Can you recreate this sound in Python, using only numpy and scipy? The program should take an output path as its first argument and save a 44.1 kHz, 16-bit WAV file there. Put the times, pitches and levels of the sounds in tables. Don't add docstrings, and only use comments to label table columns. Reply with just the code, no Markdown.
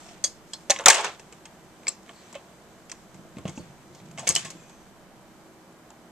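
import sys
import numpy as np
from scipy import signal
from scipy.fft import rfft, irfft, next_fast_len
from scipy.io import wavfile
from scipy.ndimage import uniform_filter1d

SR = 44100
rng = np.random.default_rng(int(sys.argv[2]) if len(sys.argv) > 2 else 0)


def ratio_of_db(decibels):
    return 10 ** (np.asarray(decibels, float) / 20)


def store_wav(level_fs):
    pcm = np.round(np.clip(np.atleast_2d(level_fs), -1, 1) * 32767)
    wavfile.write(sys.argv[1], SR, pcm.T.astype(np.int16))


N = 269446
FAST = next_fast_len(N)
HZ = np.fft.rfftfreq(FAST, 1 / SR)

# (frequency [Hz], level [dB per Hz])
AIR_BASS = [(30, -22.5), (52, -9), (87, -14), (195, -3), (247, -9.5), (290, -10.5), (321, -7.5),
            (506, -11.5), (650, -10.5), (699, -10.5), (1500, -17), (1950, -29.5), (3300, -120)]
AIR_TREBLE = [(2000, -21), (3000, -27.5), (5000, -29), (7000, -31), (8000, -30), (9000, -33.5),
              (14100, -34), (14300, -78)]
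# (frequency [Hz], likeness [0-1])
AIR_LIKENESS = [(60, 0.5), (130, 0.92), (290, 0.94), (640, 0.87), (1410, 0.6), (3100, 0), (6820, 0),
                (15000, 0.1)]
# (frequency [Hz], rms level [dB])
MOTOR_HUM = [(194, -73.5), (322, -63.5), (950, -76.5), (60, -92), (373, -69.5)]
# (multiple of mains [1], rms level [dB])
MAINS_BUZZ = [(4, -67), (9, -73.5), (10, -75), (11, -72.5), (13, -77.5), (17, -78), (27, -79.5), (35, -84),
              (39, -81), (49, -84), (51, -79), (53, -86), (57, -89.5), (63, -92), (65, -84.5), (67, -85.5),
              (81, -94), (87, -92), (120, -98)]
# (frequency [Hz], level [dB])
CASE_FLUTTER = [(18.1, -71.5), (18.45, -68.5), (18.7, -64)]
# (frequency [Hz], width [Hz], gain [1])
PORT_CAVITIES = [(8500, 1700, .72), (6000, 1200, -.25)]

# (frequency [Hz], width [Hz], level [dB])
RUBBED_PARTS = [(2350, 41, -5), (2650, 9.9, -4), (3100, 17, -14.5), (3505, 92, -6.5), (4450, 42, -8),
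                (4820, 21, -10), (5507, 130, -9), (6240, 170, -1), (6520, 190, -6), (6500, 52, -7),
                (7600, 570, 3)]
# (time [s], hold [s], dull scrape level [dB], bright re dull level [dB])
SLIDING_MOVES = [
    (0.0, 0.095, -58.5, -1.5),
    (0.473, 0.12, -82, 15),
    (0.739, 0.057, -76, -7),
    (0.921, 0.019, -52, 18),
    (1.169, 0.083, -76.5, -16.5),
    (2.049, 0.29, -66, -7.5),
    (3.445, 0.14, -66.5, -1.5),
    (4.19, 0.052, -59, 0),
    (4.333, 0.019, -42, 5.5),
    (4.496, 0.2, -81.5, 8.5),
]
# (time [s], level [dB])
PLATE_SHUDDER = [
    (0.915, -30.5),
    (0.967, -29.5),
    (1.001, -28),
    (1.02, -37.5),
    (1.042, -30),
    (1.05, -26.5),
    (1.1, -40),
    (1.17, -63),
]
# (start [s], end [s], frequency [Hz], width [Hz], rms level [dB])
SQUEAK_EVENTS = [(0.038, 0.133, 5450, 200, -59), (0.789, 0.794, 5900, 400, -37),
                 (0.804, 0.845, 1030, 250, -47), (2.124, 2.246, 4450, 700, -64),
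                 (2.09, 2.308, 7700, 500, -69), (2.222, 2.28, 6000, 200, -66),
                 (3.562, 3.632, 4450, 250, -63), (3.554, 3.598, 6600, 1500, -52),
                 (3.926, 4.019, 5410, 3500, -62), (4.213, 4.265, 730, 250, -45.5),
                 (4.541, 4.862, 6240, 452, -67.5), (4.556, 4.776, 2490, 80.3, -69),
                 (4.544, 4.677, 7320, 302, -64.5), (5.905, 5.927, 717, 300, -55)]

# (frequency [Hz], level [dB], T60 [s])
CABINET_MODES = [(86.06, -10.5, 0.11), (151, -2.5, .12), (188, -3, 0.095), (284, -7, 0.1), (335, -9, 0.086),
                 (357, -8, 0.21), (500, -13, 0.098), (614, -13.5, 0.11), (655, -9.5, 0.034)]
# (time [s], peak level [dB], T60 [s])
CABINET_THUMPS = [(0.696, -36, 0.06), (0.856, -30, 0.15), (0.885, -30.5, 0.14), (1.879, -52, 0.063),
                  (3.148, -43.5, 0.098), (3.188, -39.5, 0.065), (3.248, -40.5, 0.048), (3.368, -35, 0.081),
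                  (3.384, -35.5, 0.14), (3.452, -25, 0.07), (3.476, -30, 0.091), (3.575, -35, 0.045),
                  (3.591, -33.5, 0.13), (3.897, -42, 0.13), (4.179, -52, 0.097), (4.273, -37, 0.062),
                  (4.292, -31, 0.21), (4.357, -36, 0.16), (4.447, -38, 0.11), (4.549, -40, 0.051)]

# (time [s], peak level [dB],
# pitch [Hz], T60 [ms])
SMALL_TAPS = [(0.242, -25, 4530, 42), (.2430, -12.5, 6500, 10), (.2480, -26, 6430, 12),
              (0.6988, -12.5, 5840, 3.9), (0.704, -9, 6200, 27), (0.7081, -8, 7000, 9.1),
              (.7090, -12, 4100, 11), (0.715, -26, 6600, 53), (.8080, -43, 7400, 15),
              (0.86, -1.5, 7050, 15), (0.8606, -11, 1470, 8.3), (0.8592, -5, 3630, 9.8),
              (0.8641, -16, 1410, 28), (0.871, -17.5, 1454, 30), (.8828, -14, 800, 27),
              (0.883, -4, 6195, 10), (0.884, -11, 2470, 26), (.8920, -10.5, 2280, 14),
              (.9005, -14, 700, 13), (.9022, -5, 8020, 9), (.9035, -8, 6450, 16), (.9060, -12, 1712, 20),
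              (1.8686, -26, 2255, 15), (1.8700, -25.5, 4800, 7.8), (1.8705, -42, 905, 13),
              (1.8735, -40, 8000, 20), (1.881, -39, 690, 15), (1.8816, -17.5, 7450, 22),
              (1.8863, -17.5, 7800, 19), (1.9000, -49, 7600, 10.1), (3.3690, -44.5, 2500, 12),
              (3.4540, -29.5, 558, 20), (3.4940, -46, 6340, 27), (3.576, -40, 2690, 6),
              (3.5780, -42, 870, 50), (4.1935, -29, 7770, 18), (4.2742, -16, 6490, 12),
              (4.2795, -21, 6500, 15), (4.2907, -8.5, 7740, 8.8), (4.2904, -8, 10170, 5),
              (4.2960, -18, 6400, 22), (4.3015, -23, 6500, 31), (4.322, -29, 8500, 43),
              (4.3528, -17.5, 7770, 8.5), (4.3605, -17.5, 3090, 17), (4.362, -17, 5600, 10),
              (4.3625, -21, 7600, 9), (5.9050, -43.5, 807, 19), (.0020, -48, 1230, 95),
              (.7040, -16, 3450, 12), (.8870, -14, 1127, 42),
              (.020, -47, 760, 40), (.060, -49, 694, 76), (.085, -47, 684, 60), (.110, -47, 696, 50),
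                  (.2405, -17, 6320, 16), (0.2402, -19, 7700, 6.6), (.241, -40.5, 573, 77),
                  (.2545, -32, 6500, 10), (0.5335, -29, 3350, 12), (.5352, -26, 7630, 6),
                  (.5355, -28.5, 5230, 8), (.762, -33, 6000, 8), (.8995, -12, 7460, 8),
                  (0.9223, -16.5, 6810, 12), (0.926, -16.5, 2720, 8), (.942, -19, 8300, 8.6),
                  (.953, -25, 6500, 14), (.960, -19, 2770, 10), (.983, -27, 760, 40), (.996, -26, 880, 39),
                  (1.008, -29, 7200, 10), (1.012, -32, 945, 15), (1.0448, -29, 8000, 7.8),
                  (1.0455, -24, 935, 19), (1.054, -32, 6500, 10), (1.067, -30, 6240, 10),
                  (1.07, -27, 2800, 8.8), (2.0805, -42, 2000, 5), (2.093, -39, 2080, 6.2),
                  (2.0935, -42.5, 3460, 7.4), (2.100, -42, 673, 25), (2.329, -45, 940, 16),
                  (2.334, -43.5, 7640, 8), (2.353, -35, 3170, 6), (2.354, -36, 2900, 7),
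                  (2.353, -37, 560, 26), (2.916, -32.5, 6020, 9), (2.9177, -38, 1835, 14),
                  (2.926, -41.5, 1049, 23), (3.388, -48, 82, 68), (3.465, -42, 85.3, 100),
                  (3.469, -44, 2880, 8), (3.4775, -40.5, 2400, 18), (3.591, -44.5, 82, 90),
                  (4.27, -32.5, 513, 40), (4.295, -44.5, 85, 91), (5.904, -44.5, 7250, 9.5),
                  (3.368, -33, 190, 36), (3.4533, -27, 192, 24), (3.5758, -29.5, 240, 17)]
# (time [s], peak level [dB], modes as (frequency [Hz], level [dB], T60 [s]))
RINGING_PARTS = [
    (.2400, -14.5, [(1750, -19, .025), (3350, -12, .07), (4680, -5, .07), (6400, 0, .035), (6620, -4, .06), (7350, -14, .09), (8350, -7, .06), (10300, -13, .045)]),
    (.5340, -29, [(3400, -4, .014), (4250, -2, .026), (5136, -6, .025), (7790, -12, .035)]),
    (.6985, -15.5, [(581, 0, 0.055), (797, -6, 0.069), (1050, -14, 0.22)]),
    (1.8815, -22, [(4250, -4, .02), (5000, -5, .025), (7310, -2, .025), (7790, 0, .03)]),
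    (2.3535, -31, [(547, 0, .045), (2140, -8, .025), (2600, -5, .025), (3090, -5, .025)]),
    (4.2900, -19.5, [(9900, -6, .015), (6519, -1, .075), (7604, 1, .03), (8349, -7, .06)]),
    (4.3605, -18, [(2950, -4, .03), (3060, 0, .04), (5600, -8, .02), (6470, -10, .035), (7700, -6, .02)]),
]

# (frequency [Hz], level [dB], T60 [s])
PLATE_LOW_MODES = [(452, -17, 1.0), (550.4, -6, 0.18), (676, -4, 0.2), (890, -6, 0.092), (1075, -8, 0.39),
                   (1180, -9.5, 0.72)]
PLATE_MID_MODES = [(1726, -10, 0.088), (2175, -4.5, 0.043), (2600, -17, 0.14), (2340, -15.5, 0.29),
                   (2940, -19.5, 0.064), (2686, -6, 0.13), (3262, -4, 0.046), (3360, -17, 0.15),
                   (3880, -21.5, 0.11)]
PLATE_TOP_MODES = [(4160, -18, 0.14), (4950, -15.5, 0.093), (5550, -22, 0.076), (6680, -3.5, 0.085),
                   (7617, -7.5, 0.034), (7620, -0.5, 0.038), (8410, 2.5, 0.026), (7860, -5, 0.09)]
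PLATE_EDGE_MODES = [(9800, -2, .03), (10750, -3.5, 0.024), (10600, -6, 0.033)]
# (frequency [Hz], level [dB per Hz])
CRACK_SPECTRUM = [(180, -48), (300, -16), (378, -9.5), (824, -7), (1310, -7), (1710, -5.5), (2380, -8.5),
                  (2580, -7), (4250, -9), (6320, -9), (8240, -7.5), (13500, -31), (15700, -46.5)]
# (time [s], treble peak level [dB], middle re treble level [dB], rattle T60 [ms])
LATCH_SPRINGS = [(.23, -59, -8, 30), (.2401, -19.5, -11, 15), (.2445, -11, -14.5, 16),
                 (.7032, -7.5, -6, 35), (.859, 0.5, -6.5, 16), (.901, -2, -11.5, 38), (.927, -16, -2, 91),
                 (1.8805, -16.5, -5.5, 39), (4.2703, -23.5, 1, 34), (4.274, -12.5, -5.5, 41),
                 (4.279, -23.5, -1.5, 220)]
PAWLS = [(.5346, -25, -10, 29), (.54, -37, -15, 33), (.6985, -17, -2.5, 52), (.7086, -12, -10.5, 40),
         (3.144, -46.5, -0.5, 54), (3.5763, -48, 6.5, 41), (3.948, -42, -3.5, 53), (4.0, -52, 5, 33),
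         (4.195, -30, -3.5, 122), (4.29, -9, -13, 10.5), (4.302, -17.5, -8, 115), (4.448, -27, -3, 212),
         (5.9035, -43.5, -6, 20.6)]
THIN_LEVERS = [(.716, -30, 14, 35), (.7615, -34, 13.5, 25), (.7887, -27.5, 2.5, 21), (.889, -10.5, 4, 24),
               (.8985, -9, 4.5, 120), (.906, -8, -2, 52), (.945, -14.5, -2.5, 60), (1.0448, -17.5, -2, 34),
               (1.8692, -32.5, 7.5, 23.04), (1.872, -52.5, 6, 24), (2.8965, -35, -1.5, 28.15),
               (2.916, -26, -7.5, 43), (4.3606, -11.5, -6.5, 32.3)]
CAM_FOLLOWERS = [(.796, -34.5, 10.5, 21), (.805, -34, 0, 98), (.838, -39, 3, 30), (.864, -10.5, 2.5, 110),
                 (.883, 4.5, -11.5, 27), (1.01, -24, -3, 37), (1.832, -52, 4.5, 31), (2.0925, -46.5, 9, 52),
                 (2.344, -52, 13.5, 50), (2.352, -36, -1, 20), (2.359, -51.5, 9, 27),
                 (3.3688, -50.5, 7.5, 35), (3.454, -49, 14, 5), (3.4774, -34.5, 0.5, 80),
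                 (3.493, -35, -5, 64), (4.176, -35, 4, 36), (4.183, -31, 0, 66)]
# (time [s], treble peak level [dB], middle re treble level [dB], rattle T60 [ms])
HARD_PINS = [
    (2.063, -48.5, -2.5, 30),
    (2.3275, -37.5, -8.5, 22),
    (3.384, -39.5, 0, 30),
    (4.1127, -42, -4, 20),
    (4.3518, -13, -21, 16),
    (4.5021, -30, -10, 69),
    (4.696, -44.5, -5.5, 24),
]
# (treble peak level [dB], middle re treble level [dB], rattle T60 [ms])
RATCHET_TOOTH = (-35.5, -2, 39)


def shape(table, hz):
    f, v = np.transpose(table)
    return np.interp(np.log(hz + 1e-9), np.log(f), v)


def band(x, lo_hz, hi_hz):
    return signal.sosfilt(signal.butter(2, [lo_hz, hi_hz], "band", fs=SR, output="sos"), x)


def colour(x, table):
    n = next_fast_len(x.shape[-1])
    gain = ratio_of_db(shape(table, np.fft.rfftfreq(n, 1 / SR)))
    return irfft(rfft(x, n) * gain, n)[..., :x.shape[-1]]


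def unit(x):
    return x / np.sqrt(np.mean(x ** 2))


def fade(t, t60):
    return np.exp(-np.log(1000) * t / np.maximum(t60, 1e-3))


def walk(rate):
    k = int(SR / rate)
    steps = np.repeat(rng.standard_normal(N // k + 1), k)
    return 1.3 * uniform_filter1d(uniform_filter1d(steps, k), k)[:N]


def pair(noise, alike):
    alike = np.clip(alike, 0, 1)
    mid = np.sqrt((1 + alike) / 2) * noise[0]
    side = np.sqrt((1 - alike) / 2) * noise[1]
    return np.array([mid + side, mid - side])


def ring(modes, t, longest_s, scatter_db):
    hz, db, t60 = np.transpose(modes)[:, :, None]
    detune, phase, level = rng.standard_normal((3, len(modes), 1))
    tones = np.sin(2 * np.pi * hz * (1 + 0.0065 * detune) * t + 2 * phase)
    return np.sum(ratio_of_db(db + scatter_db * level) * fade(t, np.minimum(t60, longest_s)) * tones, axis=0)


def add(out, s, sound, peak_db):
    i = int(s * SR)
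    piece = sound[..., :N - i]
    out[:, i:i + piece.shape[-1]] += piece * ratio_of_db(peak_db) / np.max(np.abs(sound))


def curve(table, column_db):
    s = np.transpose(table)[0]
    return uniform_filter1d(ratio_of_db(np.interp(np.arange(N) / SR, s, column_db, -120, -120)), 600)


def swell(s, rise_s, hold_s, db, db_per_s):
    t = np.arange(N) / SR - s
    rise = np.clip(t / max(rise_s, 1e-3), s <= 0, 1)
    return rise * ratio_of_db(db - db_per_s * np.maximum(t - rise_s - hold_s, 0))


def air():
    spectra = pair(rfft(rng.standard_normal((2, FAST))), shape(AIR_LIKENESS, HZ))
    both = irfft(spectra * ratio_of_db(shape(AIR_BASS[:-2] + AIR_TREBLE, HZ)), FAST)[:, :N]
    balance_db = np.array([[-.6], [.6]])
    return unit(both) * ratio_of_db(-50 - 3.0 + 0.35 * walk(0.57) + balance_db)


def motor():
    t, mains_hz = np.arange(N) / SR, 60.015
    hum = sum(ratio_of_db(db + 2.2 * walk(8.4)) * np.sin(2 * np.pi * hz * t + 1.7 * walk(5.9))
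              for hz, db in MOTOR_HUM)
    buzz = sum(ratio_of_db(db + 1.3 * walk(3.9)) * np.sin(2 * np.pi * k * mains_hz * t + k)
               for k, db in MAINS_BUZZ)
    flutter = sum(ratio_of_db(db) * np.sin(2 * np.pi * hz * t + 1.316) for hz, db in CASE_FLUTTER)
    return np.sqrt(2) * (hum + buzz + flutter * np.array([[-.4], [.9]]))


def sliding():
    bursts_db = 1.5 * rng.exponential(size=N // 64 + 1).repeat(64)[:N]
    grains = rng.standard_normal((6, N)) * ratio_of_db(bursts_db)
    singing = sum(ratio_of_db(db) / (1 + 1j * (HZ - hz) / width) for hz, width, db in RUBBED_PARTS)

    def rub(two_grains, alike):
        return irfft(rfft(pair(two_grains, alike), FAST) * (ratio_of_db(-1.0) + singing), FAST)[:, :N]

    bright = unit(band(band(rub(grains[:2], 0.28), 3600, 9400), 2992, 11000)) * ratio_of_db(0.82 * walk(55))
    dull = unit(band(rub(grains[2:4], 0.33), 860, 3800)) * ratio_of_db(1.4 * walk(25))
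    shudder = unit(band(colour(pair(grains[4:], 1.0), CRACK_SPECTRUM), 380, 1300)) * ratio_of_db(1.6 * walk(55))
    gears = unit(band(rng.standard_normal(N), 128, 198)) * ratio_of_db(2.3 * walk(14))

    cycle_ends_s, idle_db = 4.9, -3.5
    drag = ratio_of_db(idle_db * (np.arange(N) / SR > cycle_ends_s))
    hiss, scrape = drag * ratio_of_db(-67), drag * ratio_of_db(-66)
    grip_s, dull_db_per_s, bright_db_per_s = 0.026, 115.5, 298
    for s, hold_s, dull_db, bright_re_db in SLIDING_MOVES:
        hiss = hiss + swell(s, grip_s, hold_s, dull_db + bright_re_db, bright_db_per_s)
        scrape = scrape + swell(s, grip_s, hold_s, dull_db, dull_db_per_s)

    shake = curve(PLATE_SHUDDER, np.transpose(PLATE_SHUDDER)[1] - 3.)
    rubbing = bright * hiss + dull * (scrape + ratio_of_db(-0.5) * shake)
    gear_load = swell(2.91, rise_s=0.51, hold_s=1.04, db=-53, db_per_s=41)
    return rubbing + shudder * shake + gears * gear_load


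def squeaks():
    out = np.zeros((2, N))
    for s0, s1, hz, width_hz, db in SQUEAK_EVENTS:
        i, n = int(s0 * SR), max(int((s1 - s0) * SR), 64)
        noise = pair(rng.standard_normal((2, 16384)), 0.94)
        squeak = unit(band(noise, hz - width_hz / 2, hz + width_hz / 2))[:, -n:]
        out[:, i:i + n] += ratio_of_db(db) * squeak * np.sqrt(np.sin(np.pi * np.arange(n) / n))
    return out


def cabinet():
    out, t = np.zeros((2, N)), np.arange(8000) / SR
    for s, db, t60 in CABINET_THUMPS:
        boom = pair([ring(CABINET_MODES, t, t60, scatter_db=2.5) for _ in range(2)], .88)
        add(out, s + .001, band(boom * (1 - np.exp(-t / .0015)), 70, 900), db)
    return out


def taps():
    out, t = np.zeros((2, N)), np.arange(4096) / SR
    for s, db, hz, t60_ms in SMALL_TAPS:
        lag, detune, phase = rng.standard_normal(3)
        slip = np.array([[1], [-1]]) * lag * hz / 16000
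        twin_hz = hz * (1 + .025 * detune)
        tone = np.sin(2 * np.pi * hz * t + slip)
        twin = 1.5 * np.sin(2 * np.pi * twin_hz * t + 2 * phase - slip)
        onset = 1 - np.exp(-t / max(.0005, .6 / hz))
        add(out, s, (tone + twin) * fade(t, t60_ms / 1000) * onset, db)
    return out


def parts():
    out, t = np.zeros((2, N)), np.arange(8192) / SR
    for s, db, modes in RINGING_PARTS:
        chatter = ratio_of_db(-25) * pair(rng.standard_normal((2, len(t))), .7) * fade(t, .09)
        chatter[:, 0] = 1
        rung = signal.fftconvolve(chatter, ring(modes, t, .09, scatter_db=0)[None])[:, :len(t)]
        add(out, s, rung * (1 - np.exp(-t / .002)), db)
    return out


def strikers():
    first_s, spacing_s = 1.1957, .1293
    teeth = [(first_s + spacing_s * k, *RATCHET_TOOTH) for k in range(3)]
    return [(LATCH_SPRINGS, 6600, -12, 0.6), (PAWLS, 6900, -3, -0.6), (THIN_LEVERS, 2600, -9, -4),
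            (CAM_FOLLOWERS, 2150, 0.6, -0.6), (teeth, 1720, -3, -3), (HARD_PINS, 7700, 1.5, 6)]


def strike(t, top_db, mid_db, rattle_ms, spot_hz, low_re_db, hard_db):
    # (from Hz, to Hz, modes, likeness of the ports, longest t60 s, ring dB, shiver dB)
    zones = ((4253, 7250, PLATE_TOP_MODES, 0.57, 0.022, -7.0, -21.5),
             (1500, 3600, PLATE_MID_MODES, 0.96, 0.031, -6.5, -18.0),
             (316, 1740, PLATE_LOW_MODES, 1.0, 0.11, -4.0, -8.5),
             (9580, 15100, PLATE_EDGE_MODES, 0.5, .03, -14.5, -20.5))
    chatter = (1 - np.exp(-t / .0006)) * fade(t, rattle_ms / 1000 * .7)
    spot = unit((np.sin(2 * np.pi * spot_hz * t) * fade(t, .014))[:2048])
    grit = ratio_of_db(1.4 * rng.exponential(size=len(t) // 64).repeat(64) * (t > .003))
    noise = colour(rng.standard_normal((2, len(t))), CRACK_SPECTRUM) * grit
    edge_db = -7.0 + 0.14 * top_db + hard_db
    levels_db = (0, mid_db, mid_db + low_re_db, edge_db)
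    for (lo, hi, modes, alike, longest_s, ring_db, shiver_db), db in zip(zones, levels_db):
        zone = band(pair(noise, alike), lo, hi)
        body = unit(ring(modes, t[:2048], longest_s, scatter_db=3.5))
        if lo < spot_hz < hi:
            body = body + ratio_of_db(-7.5) * spot
        rung = signal.fftconvolve(zone * chatter, body[None])[:, :len(t)]
        crack = zone * (chatter + ratio_of_db(shiver_db) * fade(t, 0.15))
        yield unit(crack) + ratio_of_db(ring_db) * unit(rung), top_db + db


def levers():
    out, t = np.zeros((2, N)), np.arange(4096) / SR
    for blows, spot_hz, low_re_db, hard_db in strikers():
        for s, top_db, mid_db, rattle_ms in blows:
            for sound, peak_db in strike(t, top_db, mid_db, rattle_ms, spot_hz, low_re_db, hard_db):
                add(out, s - .0004, sound, peak_db)
    return out


def room(x, t60_s, damp_hz, wet_db):
    t = np.arange(SR // 2) / SR
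    tail = pair(rng.standard_normal((2, len(t))), 0.75) * fade(t, t60_s) * (1 - np.exp(-t / 0.012))
    tail = band(tail, 150, damp_hz)
    tail = tail / np.sqrt(np.sum(tail[0] ** 2))
    return x + ratio_of_db(wet_db) * signal.fftconvolve(x, tail, axes=1)[:, :N]


def ports(x):
    lag_s, top_hz, shelf_db = 4e-5, 14300, -18
    cavity = sum(gain / (1 + 1j * (HZ - hz) / width) for hz, width, gain in PORT_CAVITIES)
    top = ratio_of_db(shelf_db / (1 + (top_hz / (HZ + 1)) ** 40))
    left = (1 + cavity) * np.exp(-2j * np.pi * HZ * lag_s) * ratio_of_db(0.1)
    right = (1 - cavity) * ratio_of_db(1.34)
    return irfft(rfft(x, FAST) * np.array([left, right]) * top, FAST)[:, :N]


def scene():
    background = air() + motor()
    struck = room(levers() + cabinet(), t60_s=0.27, damp_hz=9000, wet_db=-18.5)
    works = sliding() + squeaks() + taps() + band(parts(), 300, 15000) + struck
    return ports(band(works, 60, 15000)) + background


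def top_cut(x):
    return signal.sosfilt(signal.butter(12, 15870, fs=SR, output="sos"), x)


def record(dry):
    mix = np.clip(dry, -1, 1)
    return top_cut(mix)


dry = scene()
out = record(dry)
store_wav(out)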